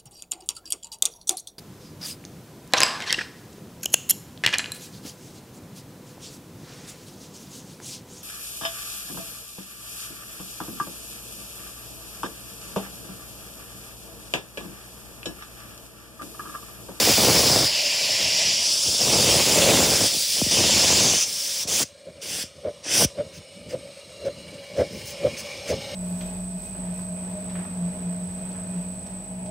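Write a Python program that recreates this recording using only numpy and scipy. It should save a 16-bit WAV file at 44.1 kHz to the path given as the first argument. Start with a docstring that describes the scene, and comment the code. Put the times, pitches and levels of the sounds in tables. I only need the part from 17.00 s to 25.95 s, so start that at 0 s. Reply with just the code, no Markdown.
"""A small steam engine pulls away from a platform, its cylinder drain cocks hissing and roaring.
The jets are shaped noise and crowds of falling pops, switched stroke by stroke until the cocks shut.
Under them the draught hums, small fittings leak steam and a low rumble murmurs, all as noise bands.
Hollow chuffs ring in the chimney, and short spits of steam puff from the glands."""
import sys
import numpy as np
from scipy import signal
from scipy.fft import irfft
from scipy.io import wavfile
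from scipy.ndimage import uniform_filter1d

SR = 44100
rng = np.random.default_rng(int(sys.argv[2]) if len(sys.argv) > 2 else 0)


def decibels_to_gain(level_db):
    """Convert a level in decibels to a linear amplitude gain (20 dB per decade)."""
    exponent = np.asarray(level_db, float) / 20
    return 10 ** exponent


def put_to_file(sound):
    """Save the sound as 16-bit audio at rate SR, in the file named by the first command-line argument."""
    columns = np.atleast_2d(sound).T  # one column per channel
    safe = np.clip(columns, -1, 1)
    whole_steps = np.round(safe * 32767)
    wavfile.write(sys.argv[1], SR, whole_steps.astype(np.int16))


N = 394681
TIME = np.arange(N) / SR  # seconds

# How the jets change: time_s, fullness (0-1), nearness (0-1), singing_hz, singing_db,
# echo_dip_hz (cancelled by the echo off the ballast), echo_dip_db (depth; negative makes a peak)
NOZZLE = [(0, 0.66, 0.03, 4880, 2, 1500, -1.5), (.62, 0.77, 0.05, 5000, 8, 1350, 0),
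          (.75, 0.3, .02, 4930, 5.5, 1300, -5.5), (1.5, .4, 0, 5500, 4, 1400, 1),
          (1.75, 0.53, 0.17, 5200, 4.5, 1890, 11.5), (1.98, 0.46, 0.17, 5100, 3.5, 2040, 11),
          (2.02, .62, 0.11, 5330, 2, 1730, 6), (2.6, 0.62, 0.05, 5500, -4, 1650, 1),
          (3, .58, 0.18, 5370, 1.5, 1580, -2.5), (3.2, 0.88, 0.07, 4400, 5.5, 1170, 18.5),
          (3.5, 0.48, .14, 5230, 1.2, 1430, 5), (3.85, 0.68, 0, 6650, 3, 1700, 2),
          (4.2, 0.57, 0.12, 6100, 8, 1700, 3.5), (4.3, 0.6, 0.18, 5400, 4.5, 1390, 6),
          (4.6, 0.54, 0.17, 5430, 5.5, 1400, 4.5), (4.77, 0.6, 0.17, 6700, 6, 1500, 0),
          (5.3, 0.19, 0.3, 5800, -0.5, 1500, -6.5), (5.88, 0, 0.36, 5740, 4, 1490, -16),
          (6.04, 0.06, 0.44, 5800, 3.5, 1530, -10.5)]
# Exhaust beats: top_s, blast_db, rise_s, hold_s
CHUFF_BEATS = [(2.666, -21, 0.15, .03), (5.069, -37.5, .03, 0.02), (5.652, -26, 0.033, 0.038),
               (6.187, -23.5, 0.041, 0.024), (6.741, -25.5, .07, 0.01), (7.276, -22.5, 0.11, 0.0084),
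               (7.789, -18, 0.044, 0.033), (8.251, -17.5, 0.061, 0.02), (8.704, -23, 0.048, 0.03)]
# The boiler draws nearer: time_s, leak_db
APPROACH = [(4.95, -54), (5.7, -51.5), (6.05, -49), (6.4, -49.5), (7.7, -45.5), (7.9, -42.5), (8.2, -40),
            (8.95, -38)]


def evened(x):
    """Scales to an rms (average strength) of 1."""
    return x / np.sqrt(np.mean(x ** 2) + 1e-20)


def read(points, hz):
    """Reads a spectrum, joining its points by straight lines on a log-pitch axis."""
    f, value = np.transpose(points)
    return np.interp(np.log(hz + 1), np.log(f + 1), value)


def curve(rows, column, t=TIME):
    """Joins one column's values over time by straight lines."""
    rows = np.array(rows)
    return np.interp(t, rows[:, 0], rows[:, column])


def bump(hz, centre_hz, width_hz):
    """Shape of a resonance, 1 at its centre."""
    return 1 / (1 + (2 * (hz - centre_hz) / width_hz) ** 2)


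def bumps_db(rows, hz):
    """Adds up resonances given as centre_hz, width_hz, height_db."""
    return sum(db * bump(hz, centre_hz, width_hz) for centre_hz, width_hz, db in rows)


def add(mix, start_s, sound):
    """Mixes a sound in at a given time."""
    part = mix[round(start_s * SR):][:len(sound)]
    part += sound[:len(part)]


def tent(top_s, rise_per_s, fall_per_s, hold_s=0):
    """Rises in a straight line to 0 at top_s, holds, then falls; in dB when the rates are dB per second."""
    before_s = np.maximum(top_s - TIME, 0)
    after_s = np.maximum(TIME - top_s - hold_s, 0)
    return -rise_per_s * before_s - fall_per_s * after_s


def noise(colour_db, patchy_db, flicker_db, streaky_db=0, size=512):
    """Random short-time spectra with drifting patches, long narrow streaks left by echoes and a shared flicker."""
    frames = N * 4 // size + 5
    hz = np.fft.rfftfreq(size, 1 / SR)[:, None]
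    t = np.arange(frames) * size / 4 / SR
    real, imaginary, patches, streaks = rng.standard_normal((frames, size // 2 + 1, 4)).T
    # smooth across pitch (axis 0), then across time (axis 1)
    patches = uniform_filter1d(patches, size=size // 80, axis=0)
    patches = evened(uniform_filter1d(patches, size=8000 // size, axis=1))
    streaks = uniform_filter1d(streaks, size=2, axis=0)
    streaks = evened(uniform_filter1d(streaks, size=80000 // size, axis=1))
    flicker = evened(uniform_filter1d(rng.standard_normal(frames), size=3))
    shape = decibels_to_gain(colour_db(hz, t) + streaky_db * streaks)
    shape /= np.linalg.norm(shape, axis=0)  # colour alone does not change the loudness
    spectra = (real + 1j * imaginary) * shape * decibels_to_gain(patchy_db * patches + flicker_db * flicker)
    return evened(signal.istft(spectra, nperseg=size, noverlap=size * 3 // 4)[1][:N])


def strokes():
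    """Levels of hiss, roar and swell in dB: each stroke a cock snaps open, the flow arches, the cock shuts."""
    # Each piston stroke vents through a cock: open_s, shut_s, first_hiss_db, last_hiss_db, roar_db
    stroke_rows = [(0, 0.675, -17, -20, -23), (0.687, 2, -23, -21.5, -44.5),
                   (2.005, 3.074, -19.5, -20, -24), (3.07, 3.522, -23.5, -24, -51),
                   (3.511, 4.23, -19, -19, -28.5), (4.23, 4.632, -29.5, -26.5, -57),
                   (4.678, 4.831, -26, -20.5, -34.5), (5.222, 5.429, -36, -28.5, -45),
                   (5.842, 6.049, -38, -18.5, -36)]
    # Surges and lulls of the roar: centre_s, change_db, width_s
    gusts = [(.03, -6.5, 0.048), (.1, 6, 0.043), (0.154, -18, 0.033), (.33, 3, 0.09), (1.21, 9, .03),
             (1.5, 9, 0.063), (1.6, -34, 0.14), (1.78, -17, 0.098), (1.885, 7, 0.048), (1.945, 8, 0.045),
             (1.98, -13, 0.04), (2.06, -5.5, 0.09), (2.444, -14, 0.04), (2.582, 7.5, .025),
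             (2.784, 5.5, 0.12), (3.14, 14, 0.13), (3.27, -8, 0.1), (3.39, 11, 0.079), (4.03, 3, 0.23),
             (4.2, -14, 0.069), (4.29, 13, .08), (4.515, -5, .03), (4.82, 10, 0.029), (6.031, 16, 0.043)]
    open_db_per_s, tail_db_per_s = 1500, 280
    arch_db, bend_per_db = 1.26, 0.02  # a steep swell levels off
    trapped_db = -38.5  # hiss of the trapped steam, reached as a cock shuts
    roar_lag_s, roar_early_s = 0.015, 0.024  # the roar starts after the hiss and stops before it
    roar_open_db_per_s, roar_shut_db_per_s = 346, 700
    roar_follows, hiss_feels_gusts = 0.46, 0.065  # shares of the swell and of the gusts

    hiss_db, roar_db, swell_db = np.full((3, N), -120.)
    gusts_db = sum(db * np.exp(-(2 * (TIME - s) / width_s) ** 2) for s, db, width_s in gusts)
    for open_s, shut_s, first_db, last_db, deep_db in stroke_rows:
        length_s = shut_s - open_s
        closing_s = 0.011 + 0.092 * length_s ** 2  # long slow strokes shut slowly
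        middle_db, climb_db = (first_db + last_db) / 2, last_db - first_db
        progress = np.clip((TIME - open_s) / length_s, 0, 1)
        arch = (arch_db + bend_per_db * climb_db ** 2) * np.sin(np.pi * progress)
        swell = climb_db * (progress - .5) + arch
        jet = middle_db + swell + tent(open_s, open_db_per_s, tail_db_per_s, length_s + closing_s)
        jet -= (last_db - trapped_db) * np.clip((TIME - shut_s) / closing_s, 0, 1)
        swell_db = np.where(jet > hiss_db, jet - middle_db, swell_db)
        hiss_db = np.maximum(hiss_db, jet)
        roar_hold_s = length_s - roar_lag_s - roar_early_s
        edges = tent(open_s + roar_lag_s, roar_open_db_per_s, roar_shut_db_per_s, roar_hold_s)
        roar_db = np.maximum(roar_db, deep_db + roar_follows * swell + edges)
    return hiss_db + hiss_feels_gusts * gusts_db, roar_db + gusts_db, swell_db


def hiss(jet_db, swell_db):
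    """Steam tears out of the cocks; its colour shifts with the flow and as the engine draws level."""
    # Colours of a thin jet, a full jet and a jet abreast of the listener: pitch_hz, relative_db
    thin_colour = [(440, -21.5), (750, -20.5), (969, -14), (1330, -23), (2010, -6), (2840, 3.5),
                   (3860, -9.5), (4450, -1), (5050, -1), (6610, -11.5), (7420, -10.5), (8540, -20),
                   (9840, -19), (11800, -27), (16000, -31.5)]
    full_colour = [(440, -15), (750, -1), (1130, -0.5), (1760, -3.5), (2850, -3.5), (3620, 1), (4010, -1),
                   (5100, 3), (7010, -1), (7660, -1), (8370, -4.5), (9880, -5.5), (11500, -16.5),
                   (15600, -8)]
    abreast_colour = [(440, -4), (750, -71), (1370, -14.5), (1860, -29.5), (2990, -14), (3490, -1.5),
                      (4070, -20.5), (5250, 2.5), (6050, 9), (6960, -11), (9110, 19.5), (10100, -0.5),
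                      (11300, -21), (12500, -5), (16000, -20)]
    # Peaks and hollows that the ground echo gives the thin jet: centre_hz, width_hz, height_db
    thin_comb = [(610, 154, 24.5), (950, 100, 4.5), (1270, 860, -15), (4280, 130, -4)]
    # Bands where every jet rings or dulls: centre_hz, width_hz, height_db
    jet_comb = [(3970, 270, -1), (7340, 500, 2), (8700, 700, -1.5), (10080, 900, 2), (11600, 600, -0.5),
                (13500, 1300, -3.5), (15200, 1300, 1.5)]
    # Water in the steam: time_s, spray_db (fine spray above about 10 kHz)
    wetness = [(0, 8), (.4, 7), (.8, 5), (1.6, -3.5), (2.3, 1), (3.4, 4), (3.6, -1.5), (4.2, -1.5),
               (4.3, 5.5), (4.8, 5), (5.3, 6), (5.9, -2.5), (6.05, 2.5)]
    spray_per_db, spray_least_db = 0.9, -7  # the spray also rises as a stroke swells

    def colour_db(hz, t):
        full = np.clip(curve(NOZZLE, 1, t), 0, 1)
        near = np.clip(curve(NOZZLE, 2, t), 0, 1)
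        singing_hz, singing_db, dip_hz, dip_db = (curve(NOZZLE, column, t) for column in (3, 4, 5, 6))
        thin = read(thin_colour, hz) + bumps_db(thin_comb, hz)
        blend = thin + full * (read(full_colour, hz) - thin)
        blend = blend + near * (read(abreast_colour, hz) - thin)
        spray_db = curve(wetness, 1, t)
        spray_db = spray_db + spray_per_db * np.interp(t, TIME, swell_db).clip(spray_least_db)
        blend += spray_db / (1 + (10500 / (hz + 1)) ** 8)
        blend += bumps_db(jet_comb, hz)
        blend += singing_db * bump(hz, singing_hz, 1300)
        return blend - dip_db * bump(hz, dip_hz, 1100)
    return decibels_to_gain(jet_db) * noise(colour_db, patchy_db=1.5, flicker_db=0.39, streaky_db=0.63, size=1024)


def eddy(colour, turns, tilt_db=0, life_s=0.095):
    """One shed eddy: a pop whose low pitches come late (about turns / Hz), a falling whoop that soon breaks up."""
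    hz = np.fft.rfftfreq(8192, 1 / SR)
    gain = decibels_to_gain(read(colour, hz) + tilt_db * np.log2((hz + 20) / 250))  # tilt in dB per octave
    pop = irfft(gain * np.exp(-2j * np.pi * turns * np.log(hz + 20)))
    pop = np.roll(pop, -round(turns / 900 * SR))[:4096]
    return pop * np.exp(-(TIME[:4096] / life_s) ** 4)


def roar(roar_db):
    """Uneven eddies crowd into a roar while a jet runs full; a few large ones stand alone."""
    # Colours of a crowded eddy and of a large lone one: pitch_hz, relative_db
    crowd_colour = [(24, -53), (40, -4.5), (97, 3.5), (193, -1), (214, -4), (342, -3), (366, -5), (520, -3),
                    (984, -5.5), (2200, -9), (2860, -48), (4840, -120)]
    whoop_colour = [(24, -38), (40, -14), (262, -3), (389, -12), (661, -10), (966, -25), (1500, -42),
                    (1950, -61), (3300, -120)]
    # Large lone eddies: start_s, peak_db, turns (of the falling whoop), brightness_db_per_octave
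    whoops = [(0.181, -15.5, 2.6, 2.5), (1.487, -41, 2.2, 17), (1.864, -31.5, 2.6, -14),
              (2.002, -32, 2.3, 4), (2.125, -23, 2.6, -5), (2.572, -18, 2.6, 13), (3.165, -31, 1.6, -2),
              (3.416, -17, 2.43, -1.3), (3.463, -23, 2.2, -3.5), (3.605, -23, 2.9, -7),
              (4.652, -32, .9, -5), (4.835, -33, 1.7, -1), (5.438, -32.5, .9, -3), (6.008, -24, 3, 0.3),
              (6.046, -16, 1.57, -3)]
    eddies_per_s, spread_db = 1200, 5.0
    lead_s = 0.0042  # eddies are shed just before they swell
    deep_hz, deep_db, deep_abreast_db = 150, -7.5, -6  # the deep share fades as the jet draws level

    out = np.zeros(N)
    strength = np.interp(TIME + lead_s, TIME, decibels_to_gain(roar_db))
    for turns in (1.4, 2.4, 3.4):
        shed = (rng.random(N) < eddies_per_s / 3 / SR) * rng.choice([-1., 1.], N)
        shed *= decibels_to_gain(spread_db * np.minimum(rng.exponential(1, N), 4))
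        pop = eddy(crowd_colour, turns)
        pop /= np.linalg.norm(pop)
        out += signal.oaconvolve(evened(shed) * strength, pop)[:N] / np.sqrt(3)
    deep = signal.filtfilt(*signal.butter(2, deep_hz, fs=SR), out)
    out += (decibels_to_gain(deep_db + deep_abreast_db * curve(NOZZLE, 2)) - 1) * deep
    for start_s, peak_db, turns, tilt_db in whoops:
        pop = eddy(whoop_colour, turns, tilt_db, life_s=0.038)
        add(out, start_s, decibels_to_gain(peak_db) * pop / abs(pop).max())
    return out


def draught(roar_db):
    """The pull of the fire hums in the chimney, harder while a jet roars."""
    chimney_hz, chimney_width_hz = 561.6, 95
    first_db, approach_share, under_roar_db = -51.5, 0.67, -19.5

    def colour_db(hz, t):
        return 20 * np.log10(bump(hz, chimney_hz, chimney_width_hz))
    steady_db = first_db + approach_share * (curve(APPROACH, 1) - APPROACH[0][1])
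    gain = decibels_to_gain(steady_db) + decibels_to_gain(roar_db + under_roar_db)
    return gain * noise(colour_db, patchy_db=2.2, flicker_db=1.3, size=2048)


def leak():
    """Thin steam seeps through small fittings that ring in narrow bands; the colour turns as the engine passes."""
    # Colour at first, without its rings: pitch_hz, relative_db
    slope = [(410, -43), (700, -11.5), (1180, -4), (1440, -10.5), (2050, -7.5), (2270, 1.5), (2560, -8.5),
             (4150, -5), (7490, -15), (8650, -13), (16000, -30.5)]
    # Ringing fittings: centre_hz, width_hz, height_db (above the slope)
    rings = [(2450, 89, 2), (2860, 230, 8), (3200, 150, 2), (4000, 920, 3), (5290, 580, 6.5),
             (6700, 320, 5.5), (8530, 840, 13)]
    # A reference colour, never heard itself, from which the leak moves ever further away: pitch_hz, relative_db
    reference_colour = [(410, -33), (700, 10), (747, -56), (1020, -2), (1750, -28), (3370, -21), (3690, -12),
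                        (5330, -25.5), (7200, -26), (8420, 14), (9860, -24), (10500, -38), (16000, -47)]
    # How far it has moved: time_s, share (1 is the ringing slope, above 1 goes beyond it)
    passing = [(5.2, 1), (6.5, 1.05), (7.5, 1.14), (8.5, 1.21)]

    def colour_db(hz, t):
        origin = read(reference_colour, hz)
        ringing = read(slope, hz) + bumps_db(rings, hz)
        return origin + curve(passing, 1, t) * (ringing - origin)
    return decibels_to_gain(curve(APPROACH, 1)) * noise(colour_db, patchy_db=1.0, flicker_db=0.74, streaky_db=3.0, size=1024)


def rumble():
    """Wheels and boiler murmur low down and swell just after each beat."""
    # Colour: pitch_hz, relative_db
    murmur_colour = [(24, -49), (40, -62), (69, 2.5), (109, -6.5), (166, -1.5), (285, -10), (480, -10),
                     (620, -40), (1060, -120)]
    # Lone swells: top_s, level_db, hold_s
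    lumps = [(1.202, -49, 0.39), (3.556, -31.5, 0.54), (4.3, -75, 0.38), (5.56, -56, .06), (6.35, -54, .02),
             (6.585, -52.5, 0.05), (7.35, -48.5, 0.19), (7.92, -40, 0.017)]
    steady_db, beat_db = -7, 0.5  # against the leak
    beat_lag_s, rise_db_per_s, fade_db_per_s = 0.021, 203, 118

    near_db = curve(APPROACH, 1)
    beats = sum(decibels_to_gain(tent(row[0] + beat_lag_s, rise_db_per_s, fade_db_per_s)) for row in CHUFF_BEATS)
    swells = sum(decibels_to_gain(db + tent(s, rise_db_per_s, rise_db_per_s, hold_s)) for s, db, hold_s in lumps)
    gain = decibels_to_gain(near_db + steady_db) + decibels_to_gain(near_db + beat_db) * beats + swells
    return gain * noise(lambda hz, t: read(murmur_colour, hz), patchy_db=1.0, flicker_db=4.2, size=2048)


def chuffs():
    """Each exhaust beat blasts up the chimney, which rings hollow and fairly steady while driven hard."""
    # Colour of the ringing chimney: pitch_hz, relative_db
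    blast_colour = [(29, -73), (50, -6), (260, -11.5), (419, -4.5), (573, 10), (639, -0.5), (754, -22),
                    (993, -25.5), (2070, -30.5), (2270, -29), (2530, -38), (3150, -31), (4000, -38),
                    (5200, -73), (8800, -120)]
    range_db, fall_s, bend = 30.5, 0.042, 0.86  # the level drops by range_db over the rise or fall time
    steadiness = 0.57  # 0 leaves the noise uneven, 1 nearly levels it

    blast = noise(lambda hz, t: read(blast_colour, hz), patchy_db=1.5, flicker_db=1.5, size=2048)
    blast /= (uniform_filter1d(blast ** 2, size=400) + .05) ** (steadiness / 2)
    out = np.zeros(N)
    for top_s, db, rise_s, hold_s in CHUFF_BEATS:
        away = -tent(top_s, 1 / rise_s, 1 / fall_s, hold_s)
        gain = decibels_to_gain(db - range_db * away ** bend)
        beat = gain * blast
        out += beat * np.linalg.norm(gain) / np.linalg.norm(beat)  # each beat gets its set energy
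    return out


def puffs():
    """Short spits of steam from the glands, some brighter than others."""
    # Spits: start_s, level_db, length_s, brightness_db_per_octave
    spits = [(6.322, -45, .08, 4), (6.685, -42.5, 0.061, 2.5), (7.247, -44, 0.041, 0.8),
             (7.759, -43, .07, 4), (7.9, -44, 0.19, 8), (8.049, -35, 0.088, 10), (8.36, -34.5, 0.064, -3),
             (8.38, -50, 0.18, 7), (8.671, -32.5, 0.056, 3.5)]
    # Colour: pitch_hz, relative_db
    spit_colour = [(880, -42), (1500, 2.5), (2860, 4.5), (3880, -9), (5330, 4), (5710, -6), (6180, 3.5),
                   (6690, -5.5), (11000, -15.5), (11900, -28), (16000, -16)]

    gain = np.zeros(N)
    for start_s, db, length_s, _ in spits:
        progress = np.clip((TIME - start_s) / length_s, 0, 1)
        gain += decibels_to_gain(db) * np.sin(np.pi * progress).clip(0) ** .65

    def colour_db(hz, t):
        return read(spit_colour, hz) + curve(spits, 3, t) * np.log2((hz + 1) / 6000)
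    return gain * noise(colour_db, patchy_db=1.5, flicker_db=.8)


def scene():
    """All sources reach one microphone, heard alike on both sides."""
    jet_db, roar_db, swell_db = strokes()
    jets = hiss(jet_db, swell_db) + roar(roar_db)
    mono = jets + draught(roar_db) + leak() + rumble() + chuffs() + puffs()
    return np.array([mono, mono])


def roll_off(x):
    """The treble ends steeply here."""
    return signal.sosfilt(signal.butter(12, 17070, fs=SR, output="sos"), x)


def record(dry):
    """The microphone cuts the lowest bass, the recorder the top treble."""
    bass_cut_hz, treble_cut_hz = 61.3, 15780
    cut = signal.sosfilt(signal.butter(4, bass_cut_hz, "high", fs=SR, output="sos"), dry)
    treble_filter = signal.firwin(511, treble_cut_hz, window=("kaiser", 9), fs=SR)
    cut = signal.oaconvolve(cut, treble_filter[None], "same")
    return roll_off(cut)


dry = scene()
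out = record(dry)
put_to_file(out)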